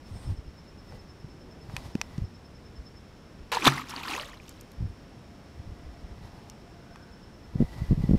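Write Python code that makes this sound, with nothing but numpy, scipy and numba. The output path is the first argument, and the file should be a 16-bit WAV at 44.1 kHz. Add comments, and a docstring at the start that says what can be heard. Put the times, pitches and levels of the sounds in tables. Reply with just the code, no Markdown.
"""On a small boat on a still pond, with a body-worn camera's microphone: a bass is let go beside the boat.
It slaps the surface (noise cracks and squeezed air), drags down a pocket of air that claps shut and rings
(damped swings), and a jet of water rises and patters back (drops over shaped noise). The wearer nudges the
camera (low thumps, rubbing hiss), feet and tackle knock on the deck (thuds, ringing clicks), and a cricket
chirps on the bank (a pulsed tone) over quiet open air (shaped noise)."""
import sys
import numpy as np
from scipy import signal
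from scipy.fft import rfft, irfft, next_fast_len
from scipy.io import wavfile
from scipy.ndimage import uniform_filter1d
from numba import njit

SR = 44100
rng = np.random.default_rng(int(sys.argv[2]) if len(sys.argv) > 2 else 0)


def put_to_file(sound):
    """Save the sound as 16-bit audio at rate SR, in the file named by the first command-line argument."""
    columns = np.atleast_2d(sound).T  # one column per channel
    safe = np.clip(columns, -1, 1)
    whole_steps = np.round(safe * 32767)
    wavfile.write(sys.argv[1], SR, whole_steps.astype(np.int16))


N = 360738
TIME = np.arange(N) / SR  # seconds
POCKET_S = 3.6725  # when the air pocket starts to ring


def undb(db):
    """Decibels to gain."""
    return 10 ** (np.asarray(db) / 20)


def unit(x):
    """Scale to rms 1."""
    return x / np.sqrt(np.mean(x ** 2))


def curves(table):
    """Each column of a table after the first, joined by straight lines in time."""
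    s, *columns = np.transpose(table)
    return [np.interp(TIME, s, c) for c in columns]


def add(out, s, wave):
    """Mix a short wave in at s seconds."""
    i = max(int(s * SR), 0)
    out[i:i + len(wave)] += wave[:max(N - i, 0)]


def colour(x, spectrum):
    """Filter x by a curve of (Hz, dB) points joined over log frequency; rms 1."""
    hz, db = np.transpose(spectrum)
    size = next_fast_len(N)
    f = np.maximum(np.fft.rfftfreq(size, 1 / SR), 1)
    gain = undb(np.interp(np.log(f), np.log(hz), db))
    return unit(irfft(rfft(x, size) * gain, size)[:N])


@njit
def svf(x, g, k):
    """State-variable band-pass whose tuning g and damping k may move every sample."""
    y, b, l = np.empty(len(x)), 0., 0.
    for i in range(len(x)):
        v = (b + g[i] * (x[i] - l)) / (1 + g[i] * (g[i] + k[i]))
        b, l, y[i] = 2 * v - b, l + 2 * g[i] * v, k[i] * v
    return y


def band(x, hz, width):
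    """A resonance with gain 1 at its centre; centre and width in Hz."""
    hz = np.minimum(hz, .45 * SR) * np.ones(len(x))
    return svf(x + 1e-18, np.tan(np.pi * hz / SR), width / hz)


def narrow_noise(hz, width):
    """Noise through the same resonance twice; rms 1."""
    once = band(rng.standard_normal(N), hz, width)
    return unit(band(once, hz, width))


def walk(rate):
    """Slow chance: random levels, `rate` a second, smoothed twice; rms 1."""
    k = max(int(SR / rate), 1)
    levels = np.repeat(rng.standard_normal(N // k + 1), k)
    return unit(uniform_filter1d(uniform_filter1d(levels, k), k)[:N])


def envelope(start, hold, attack, release):
    """Exponential rise up to `start`, a hold, and an exponential fall; all in seconds."""
    rising = np.minimum((TIME - start) / attack, 0)
    falling = np.maximum(TIME - start - hold, 0) / release
    return np.exp(np.maximum(rising - falling, -30))


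def ping(hz, cycles, rise, glide, phase=0):
    """A damped swing that peaks after `rise` cycles, falls by 1/e in `cycles` and slides in pitch."""
    turn = np.arange(int((rise + 6 * cycles) * SR / hz) + 2) * hz / SR
    swell = np.sin(np.pi / 2 * np.minimum(turn / rise, 1)) ** 2
    after = turn - rise
    decay = np.exp(-np.maximum(after, 0) / cycles)
    sliding = after + glide * after ** 2 / (2 * cycles)
    return swell * decay * np.cos(2 * np.pi * sliding + phase)


def burst(hz, decay, spread):
    """A brief impact: dying noise round a centre frequency."""
    t = np.arange(2048) / SR
    return band(rng.standard_normal(len(t)) * np.exp(-t / decay), hz, hz * spread)


def air():
    """Quiet open air: shaped noise with a restless low end, and faint rustles and hums that swell and fade."""
    # The spectrum of the open air. Each row: frequency in Hz, relative level in dB.
    air_colour = [(12, -34), (20, -9), (80, -2.5), (112, -6.5), (213, -7), (238, -9.5), (274, -10),
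                  (614, -18.5), (686, -20.5), (788, -20.5), (1540, -25.5), (4680, -35), (5380, -34.5),
                  (6020, -38.5), (15500, -53.5)]
    # Faint rustles and hums. Each row: peak in seconds, half length in seconds, centre in Hz,
    # width in Hz, level in dB.
    faint = [(0.223, 0.11, 8550, 1800, -64), (0.94, 0.023, 496, 151, -50), (1.5, 0.28, 300, 315, -54),
             (1.858, 0.095, 5200, 3000, -67), (6.303, 1.84, 692, 25.2, -64), (6.42, 0.18, 860, 220, -60.5),
             (7.002, 0.26, 1520, 180, -64), (7.95, 0.42, 12600, 1490, -76)]
    wash = colour(rng.standard_normal(N), air_colour) * undb(-49 + 0.32 * walk(0.55))
    restless = band(wash, 120, width=38) * (undb(0.94 * walk(8.2)) - 1)
    swells = sum(undb(db) * np.exp(-((TIME - s) / length) ** 2) * narrow_noise(hz, width)
                 for s, length, hz, width, db in faint)
    return wash + restless + swells


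def crickets():
    """One cricket on the bank pulses a wing tone evenly, over a thin chorus of noise near the same note."""
    # The near cricket, louder and softer as the wearer turns.
    # Each row: time in seconds, level in dB before the trim below.
    near = [(0, -57.5), (1.35, -55), (1.7, -58.5), (3.0, -55.5), (3.1, -67), (6.3, -76), (7.0, -57),
            (8.18, -67.5)]
    db, = curves(near)
    rate, first_s, chirp_s = 9.617, .066, .011  # chirps a second, first centre, Gaussian spread
    offset = (((TIME - first_s) * rate + .5) % 1 - .5) / rate  # seconds from the nearest chirp
    chirp = np.exp(-(offset / chirp_s) ** 2 / 2)
    wing_hz = 5285 + 18 * walk(400)
    wing = np.sqrt(2) * np.sin(2 * np.pi * np.cumsum(wing_hz) / SR)
    level = undb(db - 3.5 + walk(60) + 2.3 * walk(11))
    chorus = undb(-70.5) * narrow_noise(5370, width=520)
    return level * chirp * wing + chorus


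def cloth():
    """Cloth rubs on the camera: uneven hiss over a dull drag, with a narrow whistling resonance."""
    # Strokes. Each row: start of the hold in seconds, its length in seconds, hiss level in dB,
    # whistle in dB relative to the hiss.
    strokes = [(0.12, 0.18, -56.5, -15), (0.908, 0.036, -59, -8), (1.75, 0.12, -53, -16.5),
               (2.04, 0.16, -60, -8), (5.5, 0.74, -70, -2), (6.26, 0.22, -62.5, -19),
               (7.608, 0.73, -55, -7)]
    # The spectrum of the rubbing hiss. Each row: frequency in Hz, relative level in dB.
    rub_colour = [(200, -5), (600, 8), (950, 8), (1400, -3), (2800, -5), (4500, -4), (6500, -12),
                  (8700, -14.5), (11000, -16), (13000, -19), (16000, -25)]
    hiss = colour(rng.standard_normal(N), rub_colour)
    whistle = narrow_noise(1980, width=120)
    drag = narrow_noise(60, width=103)
    out = np.zeros(N)
    for s, length, db, whistle_db in strokes:
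        drag_db = 15.0 + 0.56 * whistle_db  # the harder it presses, the more it whistles and drags
        rubbing = hiss + undb(whistle_db) * whistle + undb(drag_db) * drag
        out += undb(db) * envelope(s, length, attack=0.072, release=0.068) * rubbing
    return out * undb(2.23 * walk(40))


def thud(hz, db, phase, knock_phase):
    """A heavily damped swing; the harder the push, the more it stirs higher, shorter knocks."""
    # Each row: multiple of the pitch, dB gained per dB of push, level in dB for a push of 0 dB.
    knocks = [(2.0, 1.54, -6.5), (3.1, 2.95, -9)]
    swing = undb(db) * ping(hz, cycles=0.62, rise=0.936, glide=-0.031, phase=np.pi * phase)
    for multiple, growth, knock_db in knocks:
        knock = ping(hz * multiple, cycles=0.8, rise=1.03, glide=-0.022, phase=np.pi * knock_phase)
        delay = (1 - 1 / multiple) * .9 / hz  # lines the knock's peak up near the swing's
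        add(swing, delay, undb(growth * db + knock_db) * knock)
    return swing


def thumps():
    """Feet thud on the deck; nudges rock the camera mount, and a longer one sticks and slips a few times."""
    # Nudges of the mount. Each row: time in seconds, push in dB before the trim below,
    # judder length in seconds.
    nudges = [(0.121, -26.5, .05), (0.276, -23, .06), (0.391, -29, 0), (.484, -29.5, 0), (2.222, -21, .025),
              (2.801, -33, 0), (3.41, -37.5, .04), (4.809, -21.5, .06), (4.905, -30.5, 0), (5.6, -26, 0),
              (5.677, -31, .05), (5.868, -33, .03), (6.047, -33, 0), (6.118, -32, 0), (7.558, -14.5, 0),
              (7.606, -8, .022), (7.821, -18.5, 0), (7.912, -10, .022), (7.98, -16.5, .03), (8.041, -12, 0),
              (8.094, -9.5, 0), (8.112, -7, 0), (8.136, -8, .022)]
    # Feet shifting on the deck. Each row: time in seconds, pitch in Hz, push in dB before the trim below.
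    steps = [(0.938, 135, -38), (1.247, 131, -31), (1.693, 118, -31.5), (1.742, 123, -26.5),
             (1.863, 82, -32.5), (1.955, 212, -14), (2.185, 146, -18)]
    # the mount stiffens when pushed: its pitch at a reference push, and the dB that raise it an octave
    mount_hz, reference_db, db_per_octave = 107.8, -20, 15.5
    out, rise = np.zeros(N), .9  # rise in cycles
    for (s, db, length), chance in zip(nudges, rng.uniform(-1.01, 1, (len(nudges), 6, 3))):
        hz = mount_hz * 2 ** ((db - reference_db) / db_per_octave)
        delay = 0
        for gap, size, phase in chance:
            if delay <= length:
                slip_db = db - 2.0 + (delay > 0) * (2 * size - 1)
                add(out, s + delay - rise / hz, thud(hz, slip_db, phase, gap))
                delay += (1.6 + 0.22 * gap) / hz
    # the whole camera sways slowly while it is being pushed
    push = np.sqrt(uniform_filter1d(out ** 2, 2000).clip(0))
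    sway = narrow_noise(45, width=70)
    for (s, hz, db), phases in zip(steps, rng.uniform(-1, 1, (len(steps), 2))):
        add(out, s - rise / hz, thud(hz, db - 1.5, *phases))
    return out + undb(-4) * push * sway


def clicks():
    """Tackle knocks: hard contacts with a trace of chatter ring several short resonances."""
    # Contacts. Each row: time in seconds, peak in dB, centre in Hz, chatter decay in seconds.
    contacts = [(.923, -39.5, 1000, .004), (1.698, -37, 1010, .004), (1.766, -17.5, 2940, 0.002),
                (1.953, -27, 2500, 0.0018), (2.0145, -11, 2680, 0.0017), (2.18, -35, 3500, 0.0031),
                (4.481, -37, 4400, .0028), (4.493, -29, 8350, 0.0024), (4.611, -31, 9400, .0018),
                (4.718, -39, 11200, .001), (6.499, -30, 5970, 0.0019), (6.959, -34.5, 1610, .002)]
    # What the tackle rings with. Each row: frequency in Hz, width in Hz, gain in dB.
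    modes = [(860, 240, 12.5), (1680, 1600, 0), (2500, 280, 2), (4400, 440, -1), (5620, 790, 2),
             (7900, 9900, -12), (11700, 1600, -5)]
    out, t = np.zeros(N), np.arange(2048) / SR
    for s, db, hz, decay in contacts:
        chatter = 0.12 * rng.standard_normal(len(t)) * np.exp(-t / decay)
        contact = band((t == 0) + chatter, hz, hz * 0.88)
        ring = sum(undb(mode_db) * band(contact, mode_hz, width) for mode_hz, width, mode_db in modes)
        add(out, s, undb(db) * ring / np.abs(ring).max())
    return out


def surges():
    """Strength of the thrown water and of its fine mist; the surges add in power."""
    # Surges of flying and falling water, in order: the fish breaks the surface, the hollow claps shut,
    # a jet shoots up, the lightest specks land, heavier drops follow, the tip of the jet falls back,
    # then its body, a last fine drizzle. Each row: peak in seconds, level in dB, rise in seconds,
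    # decay in seconds, mist in dB relative to that level.
    thrown = [(3.518, -33, 0.00042, 0.11, -1.5), (3.676, -18, 0.024, 0.01, -9),
              (3.685, -30.5, 0.027, 0.081, -6), (3.894, -50.5, 0.0026, 0.024, 14),
              (3.97, -41.5, .07, 0.11, -8), (4.102, -34, 0.038, 0.065, -2.5),
              (4.15, -36.5, 0.05, 0.071, 2.5), (4.5, -66, 0.32, 0.27, 10.5)]
    water, mist = 0, 0
    for s, db, rise, decay, mist_db in thrown:
        water = water + (undb(db) * envelope(s, 0, rise, decay)) ** 2
        # mist dies sooner than the drops
        mist = mist + (undb(db + mist_db) * envelope(s, 0, rise, decay * 0.93)) ** 2
    drop_treble = water * undb(-2.5) ** 2  # the treble that the drops keep
    return np.sqrt(water), np.sqrt(mist + drop_treble)


def hollow(flow):
    """Churning water sounds the open hollow: its note sinks as it deepens, climbs as it fills; it gulps."""
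    # The hollow deepening, then filling. Each row: time in seconds, resonance in Hz.
    resonance = [(3.55, 500), (3.65, 272), (4.04, 230), (4.12, 283), (4.19, 560)]
    hz, = curves(resonance)
    out = undb(-6) * flow * narrow_noise(hz, width=166)
    # its last swing as it closes
    add(out, POCKET_S - .008, undb(-12.5) * ping(273, cycles=1.3, rise=1.38, glide=.01))
    return out


def spray(flow, mist_flow, count=7000):
    """Thousands of drops, each a tick or a tiny rising bubble, over the hiss of torn water."""
    # The spectrum of drops and hiss. Each row: frequency in Hz, relative level in dB.
    spray_colour = [(300, -15), (600, -21), (800, -7), (1100, -1.5), (1600, -7.5), (2400, -4), (4000, -7),
                    (6000, -13.5), (9000, -20), (15000, -23.5)]
    drops = np.zeros(N)
    for when, pitch, ring, size, phase in rng.random((count, 5)):
        hz = 650 * 20 ** (pitch ** .9)
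        loudness = undb(-5 * np.log(0.017 + size))
        cycles = 1.04 + 7 * ring ** 2 * (hz / 3000) ** 0.46  # small bubbles ring for more cycles
        s = 3.5 - .75 * np.log(1 - when)
        add(drops, s, loudness * ping(hz, cycles, rise=1.09, glide=0.035, phase=2 * np.pi * phase))
    drops = colour(np.diff(drops, prepend=0) + 0.43 * drops, spray_colour)
    # levelled, so that thinning drops go from a wash to single plips
    drops /= np.sqrt(uniform_filter1d(drops ** 2, SR // 4).clip(1e-6))
    water = drops + undb(-8.5) * colour(rng.standard_normal(N), spray_colour)
    mist = signal.sosfilt(signal.butter(1, 5000, "high", fs=SR, output="sos"), water)
    clumps_db = 1.76 * walk(90)
    return undb(clumps_db + 0.17) * (flow * (water - mist) + mist_flow * mist)


def plips(flow, count=80):
    """Fat drops smack or trap a ringing bubble at random, their loudness following the flow within limits."""
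    out, start_s, length_s = np.zeros(N), 3.53, .85
    for when, pitch, size, ring in rng.random((count, 4)):
        s = start_s + length_s * when
        hz = 900 * 4.5 ** (pitch ** 1.3)
        loudness = np.clip(flow[int(s * SR)], undb(-50), undb(-36)) * undb(11 - 9 * size)
        add(out, s, loudness * ping(hz, cycles=1.2 + 4 * ring ** 2, rise=0.58 + ring, glide=0.072))
    return out


def bubbles():
    """Single bubbles ring and rise in pitch as they near the surface; the big pocket booms under them."""
    # The largest single bubbles. Each row: peak in seconds, pitch in Hz, level in dB before the trim below.
    largest = [(3.5245, 860, -22), (3.5717, 920, -14), (3.6235, 2370, -21.5), (3.6448, 7500, -19.5),
               (3.7255, 1230, -24), (3.781, 2020, -22.5), (3.798, 1230, -27), (3.9386, 960, -28.5),
               (3.9634, 4430, -22.5), (4.035, 2540, -26.5), (4.1405, 2330, -26), (4.1801, 1000, -24.5),
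               (4.1982, 2840, -24), (4.2124, 4470, -27), (4.235, 1830, -31), (4.401, 2360, -38.5)]
    out, rise = np.zeros(N), 2.5  # rise in cycles
    for s, hz, db in largest:
        add(out, s - rise / hz, undb(db - 1) * ping(hz, cycles=3.8, rise=rise, glide=0.031))
    pocket_hz, pocket_db, decay_s = 136, -20, 0.039
    boom = ping(pocket_hz, cycles=pocket_hz * decay_s, rise=0.53, glide=0.0068)
    add(out, POCKET_S, undb(pocket_db) * boom)
    return out


def slaps():
    """The body hits, then the walls of the hollow clap together: each blow cracks and squeezes air."""
    # Sheets of water hitting. Each row: start in seconds, level in dB before the trims below,
    # centre in Hz, crack decay in seconds.
    blows = [(3.5192, -22, 2760, 0.0011), (3.6556, -8, 3510, 0.0016), (3.6673, -9.5, 2500, 0.003),
             (3.6709, 0, 977, 0.00097), (3.675, -7.5, 3360, 0.0028), (3.678, -4.5, 1220, 0.0037),
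             (3.685, -12, 1820, 0.001)]
    no_lows = signal.butter(4, 750, "high", fs=SR, output="sos")  # thin sheets of water radiate no lows
    out = np.zeros(N)
    for s, db, hz, decay in blows:
        crack = signal.sosfilt(no_lows, burst(hz, decay, spread=.8))
        squeezed_air = ping(hz, cycles=hz * decay * 0.66, rise=1.09, glide=0.018, phase=np.pi / 2)
        add(out, s, undb(db - 9.0) * crack / np.abs(crack).max())
        add(out, s, undb(db - 1) * squeezed_air)
    return out


def scene():
    """The pond, handling sounds and the splash beside the boat, at one microphone."""
    flow, mist_flow = surges()
    background = air() + crickets()
    handling = cloth() + thumps() + clicks()
    splash = hollow(flow) + spray(flow, mist_flow) + plips(flow) + bubbles() + slaps()
    return (background + handling + splash)[None]


def record(dry):
    """The camera clips at full scale, then cuts the treble above 15.5 kHz."""
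    low_pass = signal.ellip(8, .2, 70, 15500, fs=SR, output="sos")
    return signal.sosfilt(low_pass, np.clip(dry, -1, 1))


dry = scene()
out = record(dry)
put_to_file(out)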